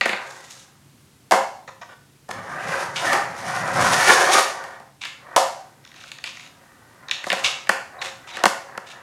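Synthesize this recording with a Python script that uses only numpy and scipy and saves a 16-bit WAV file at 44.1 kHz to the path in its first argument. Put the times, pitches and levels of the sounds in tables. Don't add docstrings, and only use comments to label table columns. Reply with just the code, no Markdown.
import sys
import numpy as np
from scipy import signal
from scipy.fft import rfft, irfft
from scipy.io import wavfile
from scipy.ndimage import uniform_filter1d

SR = 44100
rng = np.random.default_rng(int(sys.argv[2]) if len(sys.argv) > 2 else 0)


def dump_mix(stems):
    frames = np.atleast_2d(stems).T
    limited = np.clip(frames, -1, 1)
    pcm = np.round(limited * 32767).astype(np.int16)
    wavfile.write(sys.argv[1], SR, pcm)


def gain_from_db(level_db):
    decades = np.asarray(level_db, float) / 20
    return 10 ** decades


N = 397782
T = np.arange(N) / SR

# (pitch [Hz], level [dB])
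BOARD = [(140, -36.5), (205, -16.5), (363, -5.5), (535, -0.5), (745, 3.5), (815, 3), (930, 2), (1060, 2.5),
         (1190, 3), (1340, 2.5), (1480, 4), (1620, 4.5), (1780, 5.5), (1950, 5.5), (2180, 3.5), (2340, 3),
         (2750, -3), (3710, 0), (4450, -4), (5300, -3.5), (6700, -4)]
BOARD_LOSS = 0.13


def level(x, db=0):
    return x * gain_from_db(db) / np.sqrt(np.mean(x ** 2))


def colour(x, points):
    hz, db = np.transpose(points)
    f = np.maximum(np.arange(len(x) // 2 + 1) * SR / len(x), 1)
    gain = gain_from_db(np.interp(np.log(f), np.log(hz), db))
    return irfft(rfft(x) * gain, len(x))


def band(x, hz, width_hz):
    return signal.lfilter(*signal.iirpeak(min(hz, 0.45 * SR), hz / width_hz, SR), x)


def curve_db(rows):
    time_s, db = np.transpose(rows)
    return np.interp(T, time_s, db, -110, -110)


def swell(peak_s, rise_s, hold_s, fall_s, db):
    before = (peak_s - T) / rise_s
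    after = np.maximum(T - peak_s - hold_s, 0) / fall_s
    return gain_from_db(db - 20 * np.maximum(before, after))


def grit(specks_per_s, spread_db):
    struck = rng.random(N) < specks_per_s / SR
    size = gain_from_db(spread_db * np.minimum(rng.exponential(size=N), 6))
    return level(struck * rng.standard_normal(N) * size)


def walk(rate_hz):
    k = int(SR / rate_hz)
    steps = np.repeat(rng.standard_normal(N // k + 1), k)
    return level(uniform_filter1d(steps, k)[:N])


def board(loss=BOARD_LOSS):
    tap = 1.0 * (T[:SR // 8] == 0)
    return np.array([(-1) ** k * gain_from_db(db) * band(tap, hz, loss * hz) for k, (hz, db) in enumerate(BOARD)])


def near(hz, octaves):
    mode_hz = np.array(BOARD)[:, 0]
    return np.exp(-(np.log2(mode_hz / hz) / octaves) ** 2)


def deck(force):
    out = 0
    for k, (hz, db) in enumerate(BOARD):
        gain = (-1) ** k * gain_from_db(db + 1.64 * walk(14))
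        softness = 1 + (hz / 2060) ** 8
        out = out + gain * band(force, hz, BOARD_LOSS * hz) / softness
    return out


def hush():
    # (frequency [Hz], gain [dB])
    hush_spectrum = [(25, -20.5), (116, 2.5), (178, -3.5), (240, -2), (552, -14.5), (6730, -20.5),
                     (15500, -21.5)]
    air = level(colour(rng.standard_normal(N), hush_spectrum), -56.5) * gain_from_db(0.7 * walk(2.5))
    hum = level(band(rng.standard_normal(N), 138, 8), -66)
    return air + hum


def knocks():
    # (time [s], level [dB], pitch struck [Hz], snap re level [dB], deck body re level [dB])
    knock_rows = [(0.0105, -0.5, 2190, -12.5, -24.5), (0.0582, -5.5, 1540, -7, -13.5),
                  (0.093, -8.5, 2350, -6.5, -15.5), (0.131, -11.5, 1890, -8.5, -16),
                  (1.311, -5.5, 883, 0.5, -19), (1.32, 2.5, 1050, -3, -15.5), (1.335, -4.5, 900, -13, -15),
                  (2.29, -24.5, 734, 0, -6), (3.131, -6.5, 1760, 3, -14), (4.64, -27, 1600, 5.5, -7),
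                  (4.8, -33, 820, -4, -8), (5.0365, -18.5, 2370, -13, -28), (5.0525, -15.5, 2500, -6, -31),
                  (5.363, 2.5, 790, 1.5, -21), (5.376, -2.5, 770, -7, -35), (6.117, -19, 3000, -2, -38),
                  (6.2403, -12, 2650, -7, -29), (7.112, -1.5, 3100, -8.5, -52), (7.241, -17, 1800, -6, -24),
                  (7.268, -21, 1000, -1, -7), (7.302, -7, 2480, -13, -21.5), (7.318, -4, 2450, -14, -23),
                  (7.329, -4.5, 1430, 0, -13.5), (7.671, -23, 2020, -12, -20), (7.693, 1, 1580, -1, -16.5),
                  (8.438, 0.5, 1240, -0.5, -14.5), (8.456, 1, 1270, 4.5, -13), (8.465, -8, 1590, 2.5, -8.5),
                  (8.777, -15, 1390, -0.5, -11.5), (8.37, -18, 1790, 0.5, -19)]
    # (time [s], distance [m])
    distance_rows = [(0, 2.88), (2.3, 3.33), (7, 2.54), (8, 1.6), (9.02, 0.89)]
    echo_1m_db, rattle_s_per_m = -12, 0.0031
    t = T[:SR // 8]
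    tap = 1.0 * (t == 0)
    modes = board()
    thud, body = near(150, 0.85) @ modes, near(557, 0.76) @ modes
    snap = band(band(tap, 2700, 7100), 3500, 11000)
    direct, send = np.zeros(N + len(t)), np.zeros(N + len(t))
    splinters = rng.standard_normal((len(knock_rows), len(t)))
    favour = gain_from_db(1.86 * rng.standard_normal((len(knock_rows), len(BOARD))))
    for (s, db, hz, snap_db, body_db), noise, share in zip(knock_rows, splinters, favour):
        metres = np.interp(s, *np.transpose(distance_rows))
        ring = (near(hz, 0.37) + gain_from_db(4) * near(hz, 1.09)) * share @ modes
        thud_db = body_db - 10
        parts = (ring, -5), (snap, snap_db), (body, body_db), (thud, thud_db)
        blow = gain_from_db(db) * sum(gain_from_db(part_db) * part / np.abs(part).max() for part, part_db in parts)
        smear = gain_from_db(-24.5) * noise * np.exp(-t / (rattle_s_per_m * metres))
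        rattle = gain_from_db(-0.5) * tap + smear
        i = int(s * SR)
        direct[i:i + len(t)] += signal.fftconvolve(blow, rattle)[:len(t)]
        send[i:i + len(t)] += blow * gain_from_db(echo_1m_db) * metres
    return direct[:N], send[:N]


def garage():
    # (frequency [Hz], time to fall 60 dB [s])
    room_t60 = [(120, 0.15), (700, 0.5), (1800, 0.37), (4500, 0.52), (12000, 0.38)]
    t = T[:SR]
    hz, t60_s = np.transpose(room_t60)
    tail = 0
    for centre_hz in 88 * 2 ** np.arange(8):
        decay_s = np.interp(np.log(centre_hz), np.log(hz), t60_s)
        edges_hz = [centre_hz / np.sqrt(2), centre_hz * np.sqrt(2)]
        sos = signal.butter(2, edges_hz, "band", fs=SR, output="sos")
        tail = tail + signal.sosfilt(sos, rng.standard_normal(SR)) * gain_from_db(-60 * t / decay_s)
    tail = tail * np.clip((t - 0.004) / 0.018, 0, 1)
    return tail / np.sqrt(np.sum(tail ** 2))


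def shuffle():
    # (peak [s], 20 dB rise [s], 20 dB fall [s], deck drone level [dB])
    creep_rows = [(.14, 0.1, 0.43, -33), (5.341, 0.16, 0.28, -35.5), (6.0, 0.6, 19, -55.5),
                  (7.1, .5, 1, -51.5), (7.47, 0.22, 0.14, -31.5), (8.06, 0.17, 0.08, -34),
                  (8.42, 0.22, 0.27, -32), (8.78, 0.3, 0.14, -43.5), (9.02, 0.3, -5, -45.5)]
    # (time [s], length [s], level [dB], gain above 4.5 kHz [dB])
    scuff_rows = [(0.15, 0.345, -52, 11), (0.484, 0.15, -51.5, 12), (2.955, 0.039, -26, -11),
                  (5.005, 0.071, -35.5, -11), (5.93, 0.16, -47.5, -1.5), (6.25, 0.055, -36, -19),
                  (6.325, 0.15, -48, -2), (7.212, 0.3, -48.5, 14.5), (7.435, 0.062, -22.5, -10.5),
                  (8.003, 0.085, -36.5, 2.5), (8.268, 0.042, -41, -18), (8.323, 0.073, -37.5, -5),
                  (8.858, 0.061, -40, -0.5)]
    # (frequency [Hz], gain [dB])
    scuff_spectrum = [(590, -21), (1000, -8.5), (1610, -8), (1940, -11), (2230, 0.5), (3800, -10),
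                      (6700, -9.5), (16000, -32)]
    rise_share, release_s = 0.18, 0.018
    drone = level(deck(grit(3000, 2.75))) * gain_from_db(0.85 * walk(31))
    grains = grit(3500, 2.2)
    trucks = signal.oaconvolve(grains, near(3250, 0.16) @ board())[:N]
    rub = level(level(colour(grains, scuff_spectrum)) + level(trucks, -1.1)) * gain_from_db(2.66 * walk(60))
    top = signal.sosfilt(signal.butter(2, 4500, "high", fs=SR, output="sos"), rub)
    out = drone * sum(swell(s, rise_s, 0, fall_s, db) for s, rise_s, fall_s, db in creep_rows)
    for s, length_s, db, bright_db in scuff_rows:
        rise = np.clip((T - s) / (rise_share * length_s), 0, 1) ** 2
        release = np.clip((s + length_s - T) / release_s + 1, 0, 1)
        out = out + rise * release * gain_from_db(db) * (rub + (gain_from_db(bright_db) - 1) * top)
    return out


def bumps():
    # (time [s], length [s], level [dB], pitch struck [Hz])
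    bump_rows = [(1.676, 0.021, -33.5, 1060), (1.813, 0.023, -34, 990), (1.888, 0.052, -44, 870),
                 (8.015, 0.013, -26.5, 2020), (8.051, 0.012, -33.5, 2230), (8.085, 0.0067, -36, 2200)]
    out, modes = np.zeros(N), board(0.17)
    favour = gain_from_db(1.2 * rng.standard_normal((len(bump_rows), len(BOARD))))
    for (s, length_s, db, hz), share in zip(bump_rows, favour):
        ring = (near(hz, 1.0) + 0.16) * share @ modes
        chatter = grit(5500, 2.5) * ((T > s) & (T < s + length_s))
        out += gain_from_db(db) * signal.oaconvolve(chatter, ring / np.sqrt(np.sum(ring ** 2)))[:N]
    return out


def roll():
    # (time [s], deck drone level [dB])
    roll_rows = [(2.285, -43), (2.52, -30.5), (2.9, -36), (3.3, -42), (3.7, -26.5), (3.9, -16), (4.06, -17),
                 (4.3, -24), (4.5, -31.5), (4.7, -37.5), (4.9, -60.5)]
    # (peak [s], 20 dB rise [s], deck drone level [dB], scrape re drone [dB])
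    surge_rows = [(2.312, 0.0068, -28, 1.5), (2.742, 0.17, -22, -11.5), (3.055, 0.113, -23, -8.5),
                  (3.131, 0.17, -20, -16), (3.5, 0.34, -25, -12), (3.79, 0.1741, -23, -11),
                  (4.098, 0.0757, -9.5, -10), (4.227, 0.1474, -17, -8), (4.36, 0.1014, -10, -5),
                  (4.386, 0.0425, -18, 1)]
    # (frequency [Hz], gain [dB])
    scrape_spectrum = [(1290, -28.5), (2200, 1), (4070, -2), (6260, -0.5), (7840, -6.5), (9410, -4),
                       (15200, -20.5)]
    # (time [s], level [dB])
    rumble_rows = [(2.3, -47), (3.15, -42.5), (3.35, -46.5), (3.7, -32), (3.84, -24.5), (4.0, -35),
                   (4.4, -52)]
    hold_share, fall_share = 0.19, 0.93
    steady_db = curve_db(roll_rows)
    load = gain_from_db(steady_db)
    slide = gain_from_db(1 + 1.587 * steady_db)
    for s, rise_s, db, scrape_db in surge_rows:
        press = swell(s, rise_s, hold_share * rise_s, fall_share * rise_s, db)
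        load = np.hypot(load, press)
        slide = np.hypot(slide, press * gain_from_db(scrape_db))
    drone = level(deck(grit(4000, 1.85))) * load * gain_from_db(1.58 * walk(25.03))
    grains = grit(8000, 1.7)
    scrape = level(colour(grains, scrape_spectrum)) * slide * gain_from_db(3.58 * walk(40))
    rumble = level(band(band(rng.standard_normal(N), 135, 90), 160, 160))
    return drone + scrape + rumble * gain_from_db(curve_db(rumble_rows) + 2.5 * walk(12))


def squeals():
    # (time [s], length [s], start pitch [Hz], end pitch [Hz], level [dB])
    squeal_rows = [(4.081, 0.32, 340, 401, -28.5), (7.987, 0.046, 3850, 3800, -44),
                   (8.317, 0.051, 3800, 3880, -40)]
    out = 0
    for s, length_s, start_hz, end_hz, db in squeal_rows:
        part = np.clip((T - s) / length_s, 0, 1)
        hz = (start_hz + (end_hz - start_hz) * part) * (1 + 0.0243 * walk(500))
        tone = np.sin(2 * np.pi * np.cumsum(hz) / SR)
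        fade = np.sqrt(np.sin(np.pi * part).clip(0))
        out = out + gain_from_db(db + 4 * walk(120)) * fade * tone
    return out


def creak():
    # (time [s], length [s], nominal rate [ticks/s], level [dB])
    creak_rows = [(5.828, 0.14, 81, -53), (5.949, 0.092, 110, -51)]
    # (time [s], level [dB])
    slip_rows = [(5.0133, -30), (6.037, -28), (6.166, -34), (6.1847, -26), (6.3698, -25), (6.395, -28.5),
                 (6.418, -39), (6.462, -31), (7.0843, -21), (7.094, -23), (7.442, -16)]
    slips = np.zeros(N)
    for s, length_s, rate_hz, db in creak_rows:
        gap, size = rng.standard_normal((40, 2)).T
        at_s = s + np.cumsum(np.exp(0.24 * gap)) / rate_hz
        keep = at_s < s + length_s
        slips[(at_s[keep] * SR).astype(int)] = gain_from_db(db + 4.2 * size[keep]) * np.sqrt(SR / rate_hz)
    for s, db in slip_rows:
        slips[int(s * SR) + SR // 800] = gain_from_db(db) * np.sqrt(SR / 400) / 2
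    scratch = uniform_filter1d(slips, size=SR // 400) * rng.standard_normal(N) * np.sqrt(SR / 400)
    tick = near(2350, 1.66) @ board()
    return signal.oaconvolve(scratch, tick / np.sqrt(np.sum(tick ** 2)))[:N]


def scene():
    moving = roll() + shuffle() + creak() + bumps() + squeals()
    direct, send = knocks()
    wet = signal.fftconvolve(send + moving * gain_from_db(-10.5), garage())[:N]
    return (direct + moving * gain_from_db(-4) + wet + hush())[None]


def top_cut(x):
    return signal.sosfilt(signal.butter(12, 16650, fs=SR, output="sos"), x)


def record(dry):
    mic = signal.sosfilt(signal.butter(2, 11500, fs=SR, output="sos"), dry)
    rounded = np.tanh(1.039 * mic) / np.tanh(1.1)
    mix = signal.sosfilt(signal.butter(1, 45, "high", fs=SR, output="sos"), rounded)
    return top_cut(mix)


dry = scene()
out = record(dry)
dump_mix(out)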